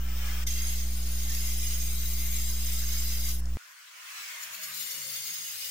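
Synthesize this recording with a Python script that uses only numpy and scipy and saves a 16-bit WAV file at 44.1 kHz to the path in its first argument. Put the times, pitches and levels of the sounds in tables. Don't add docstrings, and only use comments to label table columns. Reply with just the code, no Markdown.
import sys
import numpy as np
from scipy import signal
from scipy.fft import rfft, irfft, next_fast_len
from scipy.io import wavfile
from scipy.ndimage import uniform_filter1d, map_coordinates

SR = 44100
rng = np.random.default_rng(int(sys.argv[2]) if len(sys.argv) > 2 else 0)


def master(y):
    cut = np.clip(np.atleast_2d(y).T, -1, 1)
    pcm = np.round(cut * 32767)
    wavfile.write(sys.argv[1], SR, pcm.astype(np.int16))


def invert_db(level):
    return 10 ** (np.asarray(level, dtype=float) / 20)


N = 251674

# (time [s], pressure [dB], upper modes over lower [dB])
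CUT_PRESSURE = [
    [(.47, -42.5, -1), (.68, -40, 1), (.83, -44.5, 0), (.87, -48, 3), (1.02, -46.5, 4), (1.33, -42.5, 1.5),
     (1.8, -42.5, 4), (2.6, -42.5, 2.5), (3.31, -40.5, 2)],
    [(4.38, -69, 7), (4.69, -49, 5.5), (4.74, -45.5, 5.5), (4.8, -42.5, 6), (4.91, -43, 4), (5.0, -43, 2.5),
     (5.16, -42, 2), (5.4, -42.5, 0), (5.71, -41.5, 2)],
]
# (time [s], peak [dB])
RIM_CATCHES = [(.47, -32.5), (.84, -40.5), (1.12, -41.5), (1.35, -40), (2.06, -38.5), (2.67, -38),
               (2.89, -39), (4.434, -41), (4.548, -46), (4.642, -40.5), (4.81, -38), (4.915, -37.5),
               (5.16, -38.5)]
# (time [s], turns [Hz])
DISC_SPEED = [(.46, 115.6), (.7, 112), (1.1, 135.2), (1.5, 121.7), (2, 115.4), (2.4, 118.9), (3.25, 103.8),
              (3.33, 109), (3.42, 142), (4.38, 186), (4.75, 186.3), (4.9, 163.1), (5.15, 134.8),
              (5.3, 127.4), (5.45, 120.2), (5.71, 118.7)]
MODE_HZ = [2080, 2700, 2900, 3250, 3620, 3890, 4780, 4810, 6170, 6180, 8060, 8040, 10490, 10470, 11980,
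           13220, 13220, 14380, 16200, 15720]
# (width [Hz], first cut level [dB], second cut level [dB])
MODE_LEVELS = [(84, -4, -7), (32.2, -9.5, -23), (50, -8, 1), (150, -6.5, -9), (50, -5, -2.5),
               (55.7, 0, -7.5), (44.6, -4, 2.5), (79.6, 2, 4.5), (55.3, 3, 2), (82.6, 7.5, 7),
               (80, -4.5, -8), (67, -3, -0.5), (80, -7.5, -9.5), (68.6, 1.5, -1), (202, -8, -9),
               (77, -6.5, -9.5), (50, -2, -2.5), (300, -5, -15), (90, -1.5, -2), (50.3, -20, -3)]
MODE_WAVES = [0, 0, 0, 0, 0, 0, -2, 2, -3, 3, -4, 4, -5, 5, 0, -6, 6, 0, -7, 0]
# (frequency [Hz], level [dB per Hz])
GRIT_COLOUR = [(290, -21), (500, -20), (1680, -12), (2030, -4), (3880, -3.5), (4960, -0.5), (5490, -5),
               (6440, -2.5), (9230, -10), (11100, -2.5), (13300, -6), (14800, -0.5), (15800, -14.5)]
# (time [s], peak [dB])
CHIP_TICKS = [
    (3.4565, -39),
]
# (time [s], airflow [dB])
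FREE_RUNS = [
    [(0, -52), (.05, -50), (.26, -42), (.438, -44)],
    [(3.33, -73), (3.43, -82), (3.565, -75.5)],
    [(3.575, -60), (3.88, -57), (4.04, -49.5), (4.19, -43.5), (4.39, -45), (4.71, -48.5), (5.03, -56.5),
     (5.71, -77)],
]
# (frequency [Hz], level [dB per Hz])
FAN_COLOURS = [
    [(180, -65), (300, -13), (331, -29), (454, -16.5), (1180, -5.5), (1290, 0.5), (1420, -5.5), (1700, -5),
     (2890, -1.5), (4370, -11.5), (5330, -5), (11200, -15.5), (15600, -5.5)],
    [(120, -81), (200, -50), (315, -34), (516, -24.5), (565, -27), (608, -16), (860, -16.5), (995, -7),
     (2100, -1.5), (2920, -4.5), (3760, -9.5), (6740, -9.5), (12500, -20.5), (15600, -10)],
]
# (start [s], length [s], from [Hz], to [Hz], peak [dB])
COMMUTATOR = [
    (0, .435, 14450, 15300, -52),
    (3.43, .135, 14000, 15800, -63),
    (3.6, .2, 12300, 13800, -69),
]
# (start [s], length [s], from [Hz], to [Hz], peak [dB])
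GEARS = [
    (4.3, .44, 636, 618, -69),
    (4.8, .4, 532, 538, -66),
    (5.48, .23, 525, 543, -71),
    (4.68, .12, 128.2, 124, -71),
    (5.26, .18, 176, 173.3, -67),
]
# (start [s], length [s], peak [dB])
SPINDLE_THRUMS = [
    (4.55, .32, -67),
    (4.97, .28, -58),
    (5.3, .41, -69),
]
# (harmonic number [count]), (rms [dB])
MAINS_OVERTONES = [
    [2, 3, 4, 5, 7, 9, 11, 13],
    [-63.5, -50, -68.5, -61.4, -72.3, -75, -76, -78],
]
# (frequency [Hz], level [dB per Hz])
FUZZ_COLOUR = [(3, 5.5), (20, -2.5), (60, -3), (150, -9.5), (400, -16.5), (1200, -21), (3000, -53)]
# (frequency [Hz], level [dB per Hz])
YARD_COLOUR = [(18, -84), (30, -48), (433, -33), (877, -32), (974, -17.5), (1520, -7), (2310, -14),
               (2500, -15), (4330, -17), (4680, -16), (6240, -14), (15600, -26)]
# (frequency [Hz], level [dB per Hz])
RUMBLE_COLOUR = [(12, -46), (20, -37), (97, 8), (375, 2.5), (532, 2.5), (687, -3), (900, -19), (1170, -31),
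                 (1980, -120)]
# (frequency [Hz], left over right [dB])
PORT_BALANCE = [(100, 3), (1200, 0.5), (2100, 2), (2850, -4.5), (3850, 8.5), (4550, 2.5), (5750, -14.5),
                (6550, -5), (7600, 14), (8600, 16), (10000, 3), (11100, 7.5), (12400, 0.5), (14500, 11)]
# (frequency [Hz], left-right likeness [0-1])
LIKENESS = [(60, 0.51), (300, 0.15), (700, 0.085), (2000, 0.07), (15000, .05)]

CATCH_RISE, CATCH_FALL = 420, 390
CATCH_DULLS, CATCH_GRIT = 0.29, 0.53
GRIT_DB, GRIT_GROWS, FIRM_DB = -47.5, 0.63, -42.5
LIFT_S, RING_DIES, UPPER_DIES, GRIT_DIES = .095, 150, 115, 300
HISS_DB, HISS_OPENS, FULL_DB = (-1.5, 26, -0.5), 0.17, -44
SWELL_DB, CREST, EASE = 6, .65, 1.25
MAINS_HZ, MAINS_START, MAINS_OFF = 59.9602, -1.62, 3.57053
WALL_S, WALL_RISE_S, WALL_DB = 4.05, .3, -71


def cutting():
    out = np.zeros((2, N))
    spin_hz = curves(DISC_SPEED)[1]
    for rows, levels_db, pan_db in zip(CUT_PRESSURE, np.transpose(MODE_LEVELS)[1:], (-.6, 1.5)):
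        start, stop = rows[0][0] - .006, rows[-1][0] + .15
        on = slice(round(start * SR), round(stop * SR))
        gate, ring_db, upper_db, grit_db = (c[on] for c in touch(rows))
        chatter_db = 0.87 * wobble(14)[on] + 0.47 * wobble(60)[on]
        ring = ringing(levels_db, spin_hz[on], upper_db + 3.5, drift_db=2.5, wander=.0025, alike=0.14)
        spray = invert_db(grit_db + 7.0) * rush(GRIT_COLOUR, patchy_db=1.34, streaky_db=5.0)[:, on]
        pan = pan_db * np.c_[[.5, -.5]]
        out[:, on] += gate * invert_db(chatter_db + pan) * (invert_db(ring_db - 6.0) * ring + spray)
    return out


def touch(rows):
    t, end = np.arange(N) / SR, rows[-1][0]
    _, press_db, upper_db = curves(rows)
    peaks = [db - np.maximum(CATCH_RISE * (s - t), CATCH_FALL * (t - s)) for s, db in RIM_CATCHES]
    ring_db = np.max(peaks + [press_db], axis=0)
    jolt_db = ring_db - press_db
    lifted = np.clip(t - end, 0, None)
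    push_db = press_db + CATCH_GRIT * jolt_db - FIRM_DB
    grit_db = GRIT_DB + GRIT_GROWS * push_db - GRIT_DIES * lifted
    upper_db = upper_db - CATCH_DULLS * jolt_db + (RING_DIES - UPPER_DIES) * lifted
    gate = curves([(rows[0][0],), (end + LIFT_S,)])[0]
    return gate, ring_db - RING_DIES * lifted, upper_db, grit_db


def ringing(levels_db, spin_hz, tilt_db, drift_db, wander, alike):
    n, out, hop = len(spin_hz), 0, 8
    t, turned = np.arange(n) / SR, np.cumsum(spin_hz) / SR
    coarse = np.arange(0, n + hop, hop)
    size = len(coarse)
    for hz, (width, *_), waves, db in zip(MODE_HZ, MODE_LEVELS, MODE_WAVES, levels_db):
        pole = np.exp(-np.pi * 1.5 * width * hop / SR)
        kicks = rng.standard_normal((2, size)) + 1j * rng.standard_normal((2, size))
        env = unit(signal.lfilter([1], np.poly([pole, pole]), kicks))
        env[1] = alike * env[0] * np.exp(1j * hz) + np.sqrt(1 - min(alike, 1) ** 2) * env[1]
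        detune_hz = wander * hz * wobble(6 * hop, size=size)
        env = env * np.exp(2j * np.pi * np.cumsum(detune_hz) * hop / SR)
        env = env * invert_db(db + drift_db * wobble(4 * hop, size=size)) * np.sqrt(width / 100)
        carrier = np.exp(2j * np.pi * (hz * t + waves * turned)) * invert_db(tilt_db * (hz > 7500))
        out = out + np.array([(np.interp(np.arange(n), coarse, e) * carrier).real for e in env])
    return out


def tick():
    out, t = np.zeros(N), np.arange(SR // 20) / SR
    for s, db in CHIP_TICKS:
        ring = np.sin(2 * np.pi * 6600 * t)
        ring += .7 * np.sin(2 * np.pi * 5600 * t) + 0.34 * np.sin(2 * np.pi * 7700 * t)
        fall = invert_db(db - 1.0 - 60 * t / 0.012)
        out[round(s * SR):][:len(t)] = fall * (ring + .1 * rng.standard_normal(len(t)))
    return out


def fan():
    out = 0
    near, farther = FAN_COLOURS
    for rows, colour, full_db in zip(FREE_RUNS, (near, farther, farther), HISS_DB):
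        gate, flow_db = curves(rows)
        air = rush(colour, patchy_db=0.17, streaky_db=4.0) * invert_db(0.37 * wobble(12))
        low = filtered(air, lambda hz: 1 / (1 + (hz / 4200) ** 4))
        hiss = invert_db(full_db + HISS_OPENS * (flow_db - FULL_DB) + 2.5) * (air - low)
        out = out + gate * invert_db(flow_db + 4.5) * (low + hiss)
    return out


def whines():
    t, out = np.arange(N) / SR, 0
    for rows, flutter_db, jitter in ((COMMUTATOR, 3.5, .0015), (GEARS, 4, .014)):
        for s, length, from_hz, to_hz, db in rows:
            left = (1 - np.clip((t - s) / length, 0, 1)) ** EASE
            hz = to_hz + (from_hz - to_hz) * left
            out = out + line(s, length, hz, db, flutter_db, jitter)
    spin_hz = curves(DISC_SPEED)[1]
    for s, length, db in SPINDLE_THRUMS:
        out = out + line(s, length, spin_hz, db, 1.5, 0.01)
    return out


def line(s, length, hz, db, flutter_db, jitter):
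    swell = [(s, -SWELL_DB), (s + CREST * length, 0), (s + length, -SWELL_DB / 2)]
    gate, swell_db = curves(swell, fade=0.0088)
    phase = 2 * np.pi * np.cumsum(hz * (1 + jitter * wobble(70))) / SR
    lag = .45 + .35 * wobble(8)
    level_db = db + swell_db + 3.5 + flutter_db * wobble(25)
    return gate * invert_db(level_db) * np.sin([phase + lag, phase - lag])


def hum():
    t = np.arange(N) / SR
    phase = 2 * np.pi * MAINS_HZ * t + MAINS_START
    wave = invert_db(-32.5) * np.cos(phase)
    for k, db in zip(*MAINS_OVERTONES):
        wave += (-1) ** ((k - 1) // 2) * invert_db(db) * np.cos(k * phase - 1.08)
    fuzz = filtered(rng.standard_normal(N), lambda hz: invert_db(along(FUZZ_COLOUR, hz)))
    offset = .031
    return (np.sqrt(2) * wave + invert_db(-54.5) * unit(fuzz) + offset) * (t < MAINS_OFF)


def yard():
    air = invert_db(-53.5) * rush(YARD_COLOUR, patchy_db=3.0, streaky_db=2.4)
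    wake = np.clip((np.arange(N) / SR - WALL_S) / WALL_RISE_S, 0, 1)
    rumble = invert_db(WALL_DB + 1.8 * wobble(5.4)) * rush(RUMBLE_COLOUR, patchy_db=-3, streaky_db=4.5)
    return air + wake * rumble


def rush(colour, patchy_db, streaky_db):
    z = signal.stft(rng.standard_normal((2, N)), nperseg=1024)[2]

    def field(bins, frames):
        grain = uniform_filter1d(rng.standard_normal(z.shape[1:]), bins, axis=0)
        return unit(uniform_filter1d(grain, frames, axis=1))

    def mid_side(hz):
        angle = np.arccos(np.clip(along(LIKENESS, hz), -1, 1)) / 2
        return invert_db(along(colour, hz)) * [np.cos(angle), np.sin(angle)]

    gain = invert_db(patchy_db * field(12, 5) + streaky_db * field(1, 6))
    pair = signal.istft(z * gain, nperseg=1024)[1][:, :N]
    mid, side = filtered(pair, mid_side)
    return unit(np.array([mid + side, mid - side]))


def filtered(x, response):
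    m = next_fast_len(N + 8192)
    return irfft(rfft(x, m) * response(np.fft.rfftfreq(m, 1 / SR)), m)[..., :N]


def wobble(rate, size=N):
    knots = rng.standard_normal(int(size * rate / SR) + 4)
    return map_coordinates(knots, [np.arange(size) * rate / SR], order=1)


def curves(rows, fade=0.0065):
    s, *cols = np.transpose(rows)
    t = np.arange(N) / SR
    gate = np.clip(np.minimum(t - s[0], s[-1] - t) / fade + 1, 0, 1)
    return [gate] + [np.interp(t, s, c) for c in cols]


def along(points, hz):
    f, v = np.transpose(points)
    return np.interp(np.log(hz + 1), np.log(f + 1), v)


def unit(x):
    return x / np.sqrt(np.mean(np.abs(x) ** 2) + 1e-20)


def scene():
    return cutting() + tick() + fan() + whines() + yard()


def top_cut(x):
    return signal.sosfilt(signal.butter(12, 15870, fs=SR, output="sos"), x)


def record(dry):
    def shading(hz):
        left = 1 / (1 + invert_db(-2 * along(PORT_BALANCE, hz)))
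        return np.sqrt(2 * np.array([left, 1 - left]))

    ports = filtered(dry, shading)
    mix = filtered(ports + hum(), lambda hz: hz < 15830)
    return top_cut(mix)


dry = scene()
out = record(dry)
master(out)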